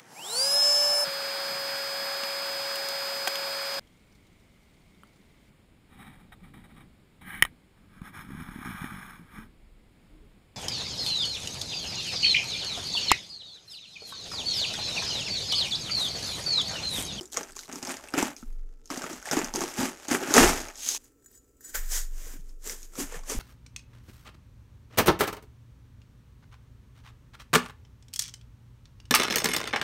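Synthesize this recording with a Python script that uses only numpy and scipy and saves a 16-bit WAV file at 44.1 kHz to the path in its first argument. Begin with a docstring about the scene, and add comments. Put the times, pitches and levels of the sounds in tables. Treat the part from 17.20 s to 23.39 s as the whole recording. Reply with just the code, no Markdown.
"""Tearing and slicing a cabbage

Hands pull a big cabbage apart on a board: ribs snap by brittle fracture, leaves tear and creak by
stick-slip, and the hollow head thuds. The scene changes abruptly to a knife that ticks on the core,
rings faintly in its bending modes and slices down in strokes. A near wall echoes each snap,
the microphone stand sways, and a fridge hums in the kitchen."""
import sys
import numpy as np
from scipy import signal
from scipy.fft import rfft, irfft, next_fast_len
from scipy.io import wavfile
from scipy.ndimage import uniform_filter1d

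SR = 44100
rng = np.random.default_rng(int(sys.argv[2]) if len(sys.argv) > 2 else 0)


def file_out(sig):
    """Save sig as 16-bit WAV at sys.argv[1]."""
    # one column per channel
    cols = np.atleast_2d(sig).T
    # limit, then scale
    lim = np.clip(cols, -1, 1)
    pcm = np.round(lim * 32767).astype(np.int16)
    wavfile.write(sys.argv[1], SR, pcm)


N = 272979
TIME = np.arange(N) / SR
KNIFE_START_S = 3.78

# spectrum of tissue breaking under the hands: f/Hz, spectral level/dB
TEAR_SPECTRUM = [(1880, -44), (3200, -9.5), (4450, -7), (4800, -3.5), (6670, -1), (9790, -12.5),
                 (12100, -12.5), (13900, -19.5), (15800, -27.5), (16500, -37)]


def amp(db):
    """Amplitude ratio of a level in decibels."""
    return 10 ** (np.asarray(db) / 20)


def unit(x):
    """Normalisation to an rms of 1."""
    return x / np.sqrt(np.mean(x ** 2) + 1e-20)


def along(points, hz):
    """Interpolation of (f, value) points on a logarithmic frequency axis."""
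    f, values = np.transpose(points)
    return np.interp(np.log(hz + 1), np.log(f + 1), values)


def curves(rows):
    """Linear interpolation in time: one curve for each column after t."""
    times, *columns = np.transpose(rows)
    return [np.interp(TIME, times, column) for column in columns]


def filtered(x, response):
    """Linear filtering: the spectrum is multiplied by a frequency response."""
    size = next_fast_len(N + SR // 2)
    return irfft(rfft(x, size) * response(np.fft.rfftfreq(size, 1 / SR)), size)[:N]


def shaped_noise(spectrum):
    """Spectral shaping of white noise, at an rms of 1."""
    return unit(filtered(rng.standard_normal(N), lambda f: amp(along(spectrum, f))))


def minimum_phase(x, spectrum):
    """Minimum-phase filtering: folding the cepstrum gives the most compact causal response."""
    magnitude = np.maximum(amp(along(spectrum, np.fft.rfftfreq(2048, 1 / SR))), 1e-4)
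    cepstrum = irfft(np.log(magnitude))
    cepstrum[1:1024] *= 2
    cepstrum[1025:] = 0
    impulse = irfft(np.exp(rfft(cepstrum)))[:1024]
    return signal.fftconvolve(x, impulse / np.linalg.norm(impulse))[:N]


def resonate(x, modes):
    """Modal superposition: x drives damped resonators in parallel."""
    return filtered(x, lambda f: sum(amp(db) * 1j * f * width / (hz * hz - f * f + 1j * f * width)
                                     for hz, width, db in modes))


def swells(start, hold, rise, fall, floor_db, *levels_db):
    """Power summation of events that rise, hold and fall (dB/s) over a floor; a gain per level column."""
    t = np.arange(0, N / SR + .002, .001)[:, None]
    shape_db = -rise * np.maximum(start - t, 0) - fall * np.maximum(t - start - hold, 0)
    powers = [amp(2 * floor_db) + amp(2 * (shape_db + db)).sum(axis=1) for db in levels_db]
    return [np.interp(TIME, t[:, 0], np.sqrt(power)) for power in powers]


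def kitchen():
    """Background noise: steady air, a hiss that is stronger in the knife scene, and the fridge's tones."""
    # air noise and faint hiss: f/Hz, spectral level/dB
    air_spectrum = [(20, -17), (40, -6.5), (120, -14), (180, -17), (270, -3), (340, -10), (455, -5.5),
                    (610, -24), (1000, -35.5), (1320, -28.5), (1600, -36), (4000, -50.5), (16000, -63.5)]
    hiss_spectrum = [(2000, -32), (4500, -13), (7300, 0.5), (9000, -10), (16000, -2.5)]
    # fridge tones: f/Hz, rms level/dB
    tones = [(60, -73.5), (119, -77), (1330, -83.5)]
    air = amp(-67) * shaped_noise(air_spectrum)
    hiss = amp(np.where(TIME < KNIFE_START_S, -89.5, -75)) * shaped_noise(hiss_spectrum)
    phase_drifts = 0.0069 * np.cumsum(rng.standard_normal((len(tones), N)), axis=1)
    hum = sum(np.sqrt(2) * amp(db) * np.sin(2 * np.pi * hz * TIME + drift)
              for (hz, db), drift in zip(tones, phase_drifts))
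    return air + hiss + hum


def grains(per_s, spread_db, life_s, hiss):
    """Shot noise: tiny fractures at random moments, each a decaying burst with echoes, over smooth hiss."""
    onsets = rng.random(N) < per_s / SR
    sizes = onsets * amp(spread_db * np.minimum(rng.exponential(size=N), 3))
    bursts = signal.lfilter([1], [1, -np.exp(-1 / (life_s * SR))], wall_echoes(sizes))
    return (unit(bursts) + hiss) / np.sqrt(1 + hiss ** 2) * rng.standard_normal(N)


def fracture_gains(events, fall_db_per_s, floor_db):
    """Exponential envelopes of crackle, crunch and thud; the last two decay a little more slowly."""
    start, hold, db, rise, crunch_db, thud_db = np.transpose(events)
    crackle = swells(start, hold, rise, fall_db_per_s, floor_db, db)
    body = swells(start, hold, rise, 0.91 * fall_db_per_s, floor_db, db + crunch_db, db + thud_db)
    return *crackle, *body


def flesh(gains, crackle_spectrum, crunch_spectrum, per_s, spread_db, hiss):
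    """Source and filter: one stream of fractures sounds in the air, the crisp ribs and the hollow head."""
    # resonances of the head: f/Hz, bandwidth/Hz, level/dB
    head_modes = [(185, 30, 0), (272, 55, 5.5), (355, 56.1, 4), (438, 11, -10.5)]
    crackle_gain, crunch_gain, thud_gain = gains
    merged = hiss * (crackle_gain / amp(-48)) ** 0.28  # harder tearing merges the fractures into hiss
    fractures = grains(per_s, spread_db, life_s=0.00038, hiss=merged)
    crackle = unit(minimum_phase(fractures, crackle_spectrum))
    crunch = unit(minimum_phase(fractures, crunch_spectrum))
    head = resonate(fractures, head_modes)
    thud = unit(filtered(head, lambda f: f ** 2 / (f ** 2 + 130 ** 2)))  # high-pass
    return crackle_gain * crackle + crunch_gain * crunch + amp(-5) * thud_gain * thud


def tearing():
    """Crack propagation: leaves rip in surges of small fractures. Returns sound and crackle envelope."""
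    # rips: t/s at full level, hold/s, crackle level/dB, rise/(dB/s), relative crunch/dB, relative thud/dB
    rips = [(.005, 0.038, -56, 407, -18, 9), (.121, 0.041, -46, 2500, -29, -25),
            (.177, 0.0014, -41.5, 505, 5, 5), (.355, 0.039, -53.5, 1500, -18, -10),
            (.393, 0.034, -48.5, 1500, -9.5, -7), (.493, 0.0071, -57.5, 1198, 10.5, 11),
            (.53, 0.029, -45.5, 601, -5, 7), (.63, 0.0071, -48.5, 1499, 2.5, 9),
            (.68, 0.048, -43.5, 399.5, 1.5, 2.5), (.77, 0.008, -54.5, 300, 3.5, -7),
            (.29, 0.033, -62, 200, -3, 7), (.85, 0.16, -56, 198, 3, 3),
            (.942, 0.0068, -43.5, 2000, 11.5, 12), (.98, 0.013, -35, 800.5, 3, 9),
            (1.028, 0.0042, -37.5, 901, 3, 3.5), (1.166, 0.023, -52, 2500, -19, -4.5),
            (1.25, 0.025, -81, 200, 2, 22), (1.661, 0.034, -61.5, 696, -25, -13),
            (1.709, 0.0022, -39, 1703, 0.5, 2.5), (1.765, 0.015, -45.5, 500, 0, 0),
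            (1.822, 0.048, -46.5, 900.5, 4, 6.5), (1.928, 0.0017, -41.5, 350, -1, 2.5),
            (2.065, 0.03, -45, 222, 0, -6), (2.115, 0.022, -34.5, 2500, 1.5, 5.5),
            (2.17, 0.0083, -37, 600, 5, 11), (2.24, 0.0099, -45, 600, 5, 2.5),
            (2.356, 0.072, -40, 720, -2, 7.5), (2.47, 0.05, -45, 300, 0, -7),
            (2.595, 0.063, -35.5, 380, -0.3, 4.5), (2.832, .01, -48.5, 142, 0.5, -2),
            (2.885, 0.028, -41.5, 3000, 0, 1), (2.914, 0.042, -36, 900, 2.5, 8.5),
            (3.029, 0.0069, -40, 897.5, 5.5, 9), (3.085, .05, -38.5, 498.5, 2, 2),
            (3.142, 0.051, -25.5, 2998.5, 0, 4), (3.17, 0.067, -23.5, 1204, 2.4, 7),
            (3.28, 0.024, -28, 302.5, 0.5, 2), (3.36, 0.055, -41, 144, -2.5, 0.5),
            (3.47, 0.027, -55.5, 158, 9, 6), (3.703, 0.034, -33, 130, -18, -15.5)]
    # crunch of torn ribs: f/Hz, spectral level/dB
    crunch_spectrum = [(380, -30), (560, 4), (740, -0.5), (830, 2), (980, -8), (1260, -3), (2000, -6),
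                       (2800, -9.5), (4200, -24), (7000, -56.5)]
    gains = fracture_gains(rips, fall_db_per_s=216, floor_db=-76)
    return flesh(gains, TEAR_SPECTRUM, crunch_spectrum, per_s=300, spread_db=4.5, hiss=0.75), gains[0]


def hollow_pops():
    """Cavity resonance: each pop is one damped air mode of the head, with a soft onset."""
    # pops, pitched by the gap between the halves: t/s, level/dB, f/Hz
    pops = [(0.01, -29, 347), (0.038, -38, 360), (0.147, -39, 393), (0.175, -28, 482), (0.214, -35, 377),
            (0.366, -46.5, 393), (0.492, -35, 270), (0.516, -40, 269), (0.532, -34, 247), (0.563, -32, 268),
            (0.63, -31, 263), (0.684, -30, 248), (0.719, -43, 280), (0.744, -39, 264), (0.94, -20.5, 285),
            (0.956, -27, 414), (0.979, -14, 294), (1.027, -15.5, 276), (1.052, -24, 256), (1.101, -34, 284),
            (1.228, -32.5, 237), (1.709, -26, 279), (1.737, -34, 355), (1.775, -26, 265), (1.842, -33, 260),
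            (1.91, -30, 333), (1.934, -30.5, 252), (2.113, -35, 480), (2.131, -21.5, 252), (2.17, -13, 289),
            (2.191, -26.5, 385), (2.234, -24.5, 252), (2.343, -29, 222), (2.358, -27, 386),
            (2.377, -23, 360), (2.414, -21.5, 344), (2.437, -26, 340), (2.589, -18, 222),
            (2.605, -17.5, 217), (2.632, -16, 261), (2.681, -31, 285), (2.884, -27.5, 287),
            (2.915, -12, 278), (2.947, -19, 254), (3.027, -20.5, 380), (3.055, -30, 371),
            (3.085, -29.5, 237), (3.107, -19, 305), (3.141, -15, 433), (3.166, -9.5, 444), (3.179, -5, 256),
            (3.192, -18, 303), (3.208, -16, 236), (3.237, -20, 360), (3.289, -33, 377), (3.319, -33, 229),
            (3.344, -28, 400), (3.399, -31.5, 308), (3.427, -41, 258), (5.065, -43.5, 469),
            (5.138, -39.5, 271), (5.156, -41, 287), (5.191, -40.5, 159), (5.47, -37.5, 416),
            (5.501, -39, 470), (5.528, -43, 420), (5.777, -35.5, 490), (5.786, -25.5, 262),
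            (5.815, -30, 272), (5.836, -32, 272), (5.922, -33.5, 474), (5.942, -31.5, 457),
            (5.965, -40, 165), (6.118, -25.5, 447), (6.148, -27, 248)]
    t60_s, onset_s = 0.056, .0015
    out, t = np.zeros(N + SR), np.arange(SR // 5) / SR
    for start, db, hz in pops:
        envelope = amp(db + 0.5 - 60 * t / t60_s) * (1 - np.exp(-t / onset_s))
        out[round(start * SR):][:len(t)] -= envelope * np.sin(2 * np.pi * hz * t)
    return out[:N]


def rib_snaps(small_breaks):
    """Brittle fracture: each rib or fibre gives a noise burst, a pitched snap and a longer, lower knock."""
    # the loudest ribs breaking: t/s, level/dB, snap f/Hz, relative knock level/dB, knock f/Hz
    ribs = [(0.0104, -23.5, 5400, -12.5, 797), (0.0314, -34, 7240, -14.5, 781),
            (0.0563, -29, 6840, -30, 805), (0.0764, -39, 6150, -22, 824), (0.1014, -41, 6180, -22, 1230),
            (0.1196, -32, 6100, -35, 1130), (0.1321, -23.5, 6900, -32, 1290),
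            (0.1431, -21, 6100, -14, 1720), (0.1674, -28.5, 6550, 5.5, 2100), (0.1715, -12, 6770, -7, 1140),
            (0.2319, -26, 6180, -10, 1500), (0.3082, -41.5, 7320, -6, 1220), (0.3326, -43, 4620, -7, 1740),
            (0.3541, -36, 6700, -13, 1320), (0.3656, -28.5, 7540, -15, 2400), (0.379, -31, 6890, -11, 1740),
            (0.3915, -23, 4350, -11, 1520), (0.4334, -31, 6070, -8, 2060), (0.4569, -35.5, 4080, -12, 1090),
            (0.4908, -32, 5770, -5, 813), (0.5267, -25.5, 6700, -14, 872), (0.5574, -22, 6800, -11, 1300),
            (0.628, -18.5, 6820, -20, 2600), (0.6504, -18, 6340, -34, 1420), (0.6719, -22, 5400, -5.5, 837),
            (0.6938, -21.5, 7040, -9, 2350), (0.7024, -28, 5760, -2, 850), (0.7188, -21, 8540, -17, 802),
            (0.7444, -36, 5810, 4, 838), (0.7696, -26, 6800, -11, 2020), (0.7971, -40, 6760, 2, 1000),
            (0.8404, -34, 6300, -9, 999), (0.8864, -31.5, 8500, -1.5, 2560), (0.9043, -33, 8200, -11, 859),
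            (0.9388, -19, 4750, 1.5, 1290), (0.9787, -11, 7200, -6.5, 2600), (1.0266, -11.5, 7200, -2, 845),
            (1.1653, -28, 6300, -14.5, 2380), (1.2274, -47, 6620, 10, 1290),
            (1.3274, -47.5, 6600, -19, 1510), (1.6576, -34.5, 6270, -29, 1330),
            (1.703, -24.5, 5600, 4, 1280), (1.7244, -28, 6560, 1, 1050), (1.7594, -30, 6550, -6, 1940),
            (1.7749, -20.5, 6490, -11, 853), (1.8198, -22.5, 5400, -6, 1520),
            (1.8412, -28, 6640, 7.5, 1240), (1.9001, -32, 5750, 3, 1290), (1.9305, -24, 6330, -11, 1520),
            (2.0268, -28.5, 6520, -4, 1490), (2.0564, -26.5, 8800, 0, 1730), (2.0744, -32, 5450, 7.5, 832),
            (2.0884, -24.5, 7070, 0.5, 1920), (2.1126, -11, 5480, -8.5, 1510),
            (2.169, -17.5, 6700, 0, 1130), (2.1904, -13.5, 6800, -6, 934), (2.2374, -38, 6340, 2, 934),
            (2.2453, -16.5, 6160, -16, 791), (2.2932, -34, 6600, 4.5, 856), (2.3391, -16, 6500, -8, 853),
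            (2.359, -9.5, 6320, -13, 883), (2.4074, -17, 6500, -4, 802), (2.4164, -20, 5700, 1.5, 1120),
            (2.4384, -21.5, 5740, 0.5, 781), (2.4748, -34, 6070, 0, 834), (2.4924, -25, 5690, -12, 1200),
            (2.5184, -37, 6550, -25, 813), (2.5864, -21, 6240, -14, 802), (2.6319, -18.5, 4840, -1.5, 851),
            (2.6793, -24.5, 7500, -8, 1210), (2.8499, -34, 6550, -6.5, 1220),
            (2.8833, -15, 6400, -24, 1010), (2.9128, -14.5, 6000, -6, 2240),
            (2.9392, -16.5, 7600, -17.5, 872), (2.9624, -23, 7890, -4, 1280), (3.028, -28, 6240, 5, 1350),
            (3.1063, -24.5, 6440, 5, 1490), (3.1398, 1, 6470, -15, 1270), (3.1662, -2.5, 6100, -8, 802),
            (3.3804, -27, 7020, -7, 1650), (3.4164, -27.5, 6900, -11, 1640), (3.465, -31, 6740, -9.5, 1460),
            (3.485, -25, 6640, -7.5, 2300), (3.5114, -36, 6460, -10, 1690),
            (3.5563, -30.5, 6600, -15, 1910), (3.689, -5, 6350, -32, 1640), (3.7644, -25.5, 6400, -7, 2540),
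            (4.5544, -15, 7250, -4.5, 1540), (5.2929, -43, 5190, -30, 822),
            (5.4744, -20, 7300, -21.5, 2040), (5.4969, -20.5, 6100, -9, 2120),
            (5.6301, -27, 6760, -19, 2360), (5.7359, -42, 7800, -3, 1400), (5.7548, -30, 5980, -5, 1300),
            (5.9234, -30, 7100, -5, 781), (5.9434, -32.5, 7340, 4, 1660), (5.9914, -36, 6150, 0, 851),
            (6.0357, -37, 5800, -3, 1110), (6.0985, -16, 6400, -15, 851)]
    burst_t60_s, snap_t60_s, knock_t60_s = 0.0031, 0.0088, 0.015
    breaks = np.vstack([ribs, small_breaks])
    t = np.arange(500) / SR
    onset = 1 - np.exp(-t / .0001)
    bursts, rings = np.zeros((2, N + SR))
    for start, db, snap_hz, knock_db, knock_hz in breaks:
        noise, snap_jitter, knock_jitter = rng.standard_normal((3, len(t)))
        snap_phase = 2 * np.pi * snap_hz * t + 0.18 * np.cumsum(snap_jitter)
        knock_phase = 2 * np.pi * knock_hz * t + 0.074 * np.cumsum(knock_jitter)
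        snap = amp(-4.5 - 60 * t / snap_t60_s) * np.sin(snap_phase)
        knock = amp(knock_db - 2 - 60 * t / knock_t60_s) * np.sin(knock_phase)
        i = round(start * SR)
        bursts[i:i + len(t)] += amp(db - 7 - 60 * t / burst_t60_s) * noise
        rings[i:i + len(t)] += amp(db) * (snap - knock) * onset
    return minimum_phase(bursts, TEAR_SPECTRUM) + rings[:N]


def fibre_breaks(rip_gain, count=70):
    """Random fracture: rows for rib_snaps of small breaks, louder where the tearing is stronger."""
    times = KNIFE_START_S * rng.random(count)
    level_scatter, snap_scatter, knock_scatter, pitch_scatter = rng.standard_normal((count, 4)).T
    rip_db = 20 * np.log10(rip_gain[(times * SR).astype(int)])
    db = -32.5 + .7 * (rip_db + 45) + 6 * level_scatter
    db -= 60 * (rip_db < -68)  # inaudible in very weak tearing
    snap_hz = 6340 * np.exp(0.11 * snap_scatter)
    knock_db = -13.5 + 7 * knock_scatter
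    knock_hz = 1350 * np.exp(.3 * pitch_scatter)
    return np.transpose([times, db, snap_hz, knock_db, knock_hz])


def wall_echoes(x):
    """Early reflections: delayed, weaker copies add to the direct sound."""
    # echoes from near surfaces: delay/s, level/dB
    echoes = [(.0045, -8), (.0093, -16), (.0127, -18)]
    return x + sum(amp(db) * np.pad(x, (round(delay * SR), 0))[:N] for delay, db in echoes)


def room(x):
    """Reverberation: each frequency decays at its own rate; each quarter second gets its own noise tail."""
    # reverberation times: f/Hz, T60/s
    decay_times = [(150, 0.37), (1000, 0.09), (6000, 0.07), (15000, 1)]
    out, step, delay = np.zeros(N + SR), SR // 4, 300  # step and delay in samples
    for i in range(0, N, step):
        hz, t, noise = signal.stft(rng.standard_normal(SR // 2), SR, nperseg=256)
        decay = amp(-60 * t / along(decay_times, hz)[:, None])
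        tail = signal.istft(noise * decay, SR, nperseg=256)[1]
        wet = signal.fftconvolve(x[i:i + step], tail / np.linalg.norm(tail))
        out[i + delay:][:len(wet)] += wet[:N + SR - i - delay]
    return out[:N]


def stand(sway_hz=23):
    """Structure-borne sound: jolts sway the microphone stand and send a dull rumble through its mount."""
    # jolts: t/s at full sway, hold/s, sway level/dB, rumble level/dB
    jolts = [(0.316, .01, -53, -65), (0.83, 0.0086, -68, -65), (1.28, 0.15, -32.5, -51),
             (1.998, .01, -77, -60), (2.184, 0.068, -51, -58), (2.285, .02, -44, -69),
             (2.433, .01, -64, -74), (2.625, 0.008, -58, -59), (3.219, .01, -45, -23),
             (3.231, 0.016, -27.5, -34.5), (3.42, 0.059, -58, -65), (3.74, .01, -59, -75),
             (4.595, 0.25, -30, -51), (4.91, 0.057, -31.5, -53), (5.069, .12, -39, -51),
             (5.218, 0.15, -40, -53.5), (5.425, 0.26, -43.5, -60), (5.831, 0.11, -41, -50),
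             (5.96, .07, -37.5, -64), (6.19, .01, -26, -32)]
    # rumble in the mount: f/Hz, spectral level/dB
    rumble_spectrum = [(20, -25.5), (40, 10), (70, 1.5), (120, -8.5), (180, -35.5)]
    start, hold, sway_db, rumble_db = np.transpose(jolts)
    sway_gain, = swells(start, hold, 350.5, 100.5, -80.5, sway_db)  # rise and fall in dB/s, floor in dB
    rumble_gain, = swells(start - 0.0067, 0, 398.5, 125, -72, rumble_db)  # peaks just ahead of the sway
    sway = np.sqrt(2) * np.sin(2 * np.pi * sway_hz * TIME)
    return sway_gain * sway + rumble_gain * shaped_noise(rumble_spectrum)


def leaf_creak():
    """Stick-slip friction: near-regular slips of like size ring the leaf's broad resonances."""
    # a leaf slipping as the halves part: t/s, slip rate/Hz, level/dB
    slipping = [(3.59, 390, -51), (3.61, 326, -44), (3.64, 450, -39.5), (3.665, 360, -40),
                (3.686, 310, -33), (3.72, 570, -42), (3.778, 167, -35.5)]
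    # resonances of the leaf: f/Hz, bandwidth/Hz, level/dB
    leaf_modes = [(3370, 2400, -4), (6350, 440, 7), (12730, 1800, -31)]
    rate, db = curves(slipping)
    unsteady = 1 + .1 * unit(uniform_filter1d(rng.standard_normal(N), 100))
    slip_count = np.floor(np.cumsum(rate * unsteady) / SR)
    slips = np.diff(slip_count, prepend=0) * amp(2.5 * rng.standard_normal(N))
    return amp(db) * unit(resonate(slips, leaf_modes)) * (TIME > slipping[0][0])


def slicing():
    """Fracture under a wedge: each stroke breaks tissue densely. Returns sound and crackle envelope."""
    # knife strokes at and through the core:
    # t/s at full level, hold/s, crackle level/dB, rise/(dB/s), relative crunch/dB, relative thud/dB
    strokes = [(3.785, 0.076, -65, 302.5, -9.5, -12), (4.05, 0.06, -75, 148, -20, -3),
               (4.134, .02, -63, 501, -23.5, -6), (4.24, 0.045, -86, 300, -13, -5),
               (4.41, .03, -66.5, 3000, -26.5, -13), (4.451, 0.057, -54.5, 500, -24, -7.5),
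               (4.549, 0.0038, -34, 1500, -9.5, -31), (4.63, 0.031, -54.5, 300, -5.5, -19),
               (4.729, 0.049, -31.5, 395, -17.5, -30), (5.011, .13, -50, 121, -10, -8.5),
               (5.298, 0.0027, -61.5, 169.5, -11.5, -3), (5.463, .06, -40.5, 480.5, -13.5, -9),
               (5.59, .065, -55, 300, -15, -10), (5.801, .01, -33.5, 384, -11.5, -0.5),
               (5.95, 0.0087, -46.5, 137, .8, -8), (6.1, 0.026, -34.5, 495, -6.5, -8.5)]
    # crackle and crunch of the cut: f/Hz, spectral level/dB
    crackle_spectrum = [(1880, -43), (3200, -11.5), (4300, -11), (4900, -6.5), (6850, 0), (9660, -9.5),
                        (12500, -10.5), (15400, -35), (16200, -30), (16500, -35)]
    crunch_spectrum = [(300, -11), (480, 2), (650, -3), (1000, -2), (1600, -3.5), (2400, -3.5), (3000, -8),
                       (4200, -24), (7000, -42)]
    gains = fracture_gains(strokes, fall_db_per_s=258, floor_db=-85.5)
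    return flesh(gains, crackle_spectrum, crunch_spectrum, per_s=1100, spread_db=5.5, hiss=1.5), gains[0]


def blade(cut_gain):
    """Forced vibration: touches and scraping ring the steel's modes; its flat hisses along the wet cut."""
    # shares of the slicing: t/s, relative ring level/dB, relative glide level/dB
    shares = [(3.78, -5.5, -14.5), (4.05, 3.5, -14.5), (4.3, 6.5, -25), (4.5, 6.5, -8), (4.56, -5, 1.5),
              (4.66, 0, -1), (4.73, -8, -9.5), (4.9, -15, -6), (5.02, -20, -6.5), (5.15, -22.5, -4),
              (5.3, -32, -18), (5.5, -31, -7), (6.19, -40, -16)]
    # the edge touching the core: t/s, level/dB
    touches = [(3.8421, -42), (3.9185, -55), (3.9973, -58), (4.0238, -51), (4.0442, -46.5), (4.0606, -36.5),
               (4.083, -47.5), (4.114, -42.5), (4.1267, -58), (4.151, -43.5), (4.176, -48), (4.243, -59),
               (4.293, -62), (4.3468, -63.5), (4.368, -54.5), (4.408, -36), (4.4464, -37), (4.4501, -32.5),
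               (4.495, -34)]
    # modes of the steel and bands of the gliding hiss: f/Hz, bandwidth/Hz, level/dB
    steel_modes = [(1610, 90, -16), (1810, 80, -15), (4150, 60, -20), (5045, 80, -13), (6200, 90, -9),
                   (6970, 22, 5), (7460, 70, -9), (7770, 60, -1), (8484, 50, -8), (8742, 50, -7),
                   (9620, 90, -11), (10770, 35, -10), (12160, 45, -6), (13520, 50, -7), (13760, 35, -6),
                   (14810, 35, -9), (15665, 30, -15)]
    glide_bands = [(1720, 850, 2.5), (7640, 1100, -10), (13300, 3100, 1)]
    ring_db, glide_db = curves(shares)
    stroke = cut_gain * (TIME > KNIFE_START_S)
    scrape = grains(per_s=400, spread_db=3, life_s=.001, hiss=.6)
    force = amp(ring_db) * stroke * scrape
    tick_decay = amp(-60 * TIME[:100] / .002)
    for start, db in touches:
        force[round(start * SR):][:100] += amp(db + 5.5) * tick_decay * rng.standard_normal(100)
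    ring = resonate(force, steel_modes) / np.std(resonate(scrape, steel_modes))
    friction = resonate(rng.standard_normal(N), glide_bands)
    glide = unit(resonate(friction, glide_bands))  # a second pass sharpens the bands
    return ring + amp(glide_db) * stroke * glide


def in_room(snaps, pops):
    """Direct and reflected sound: the snaps echo off the wall, and both snaps and pops reverberate."""
    return wall_echoes(snaps) + pops + room(amp(-9.5) * snaps + amp(-9) * pops)


def scene():
    """Superposition of the sources: tearing, then slicing; the change cuts off the room's tail."""
    by_hand = TIME < KNIFE_START_S
    rips, rip_gain = tearing()
    cuts, cut_gain = slicing()
    snaps, pops = rib_snaps(fibre_breaks(rip_gain)), hollow_pops()
    hands = in_room(snaps * by_hand, pops * by_hand) + rips + leaf_creak()
    knife = in_room(snaps * ~by_hand, pops * ~by_hand) + cuts + blade(cut_gain)
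    return (np.where(by_hand, hands, knife) + stand() + kitchen())[None]


def record(dry):
    """Saturation and band limiting: the loudest peaks are softly clipped ahead of a steep low-pass."""
    ceiling, cutoff_hz = .93, 15800
    clipped = dry[0] / (1 + np.abs(dry[0] / ceiling) ** 6) ** (1 / 6)
    return filtered(clipped, lambda hz: 1 / (1 + (hz / cutoff_hz) ** 120))[None]


dry = scene()
out = record(dry)
file_out(out)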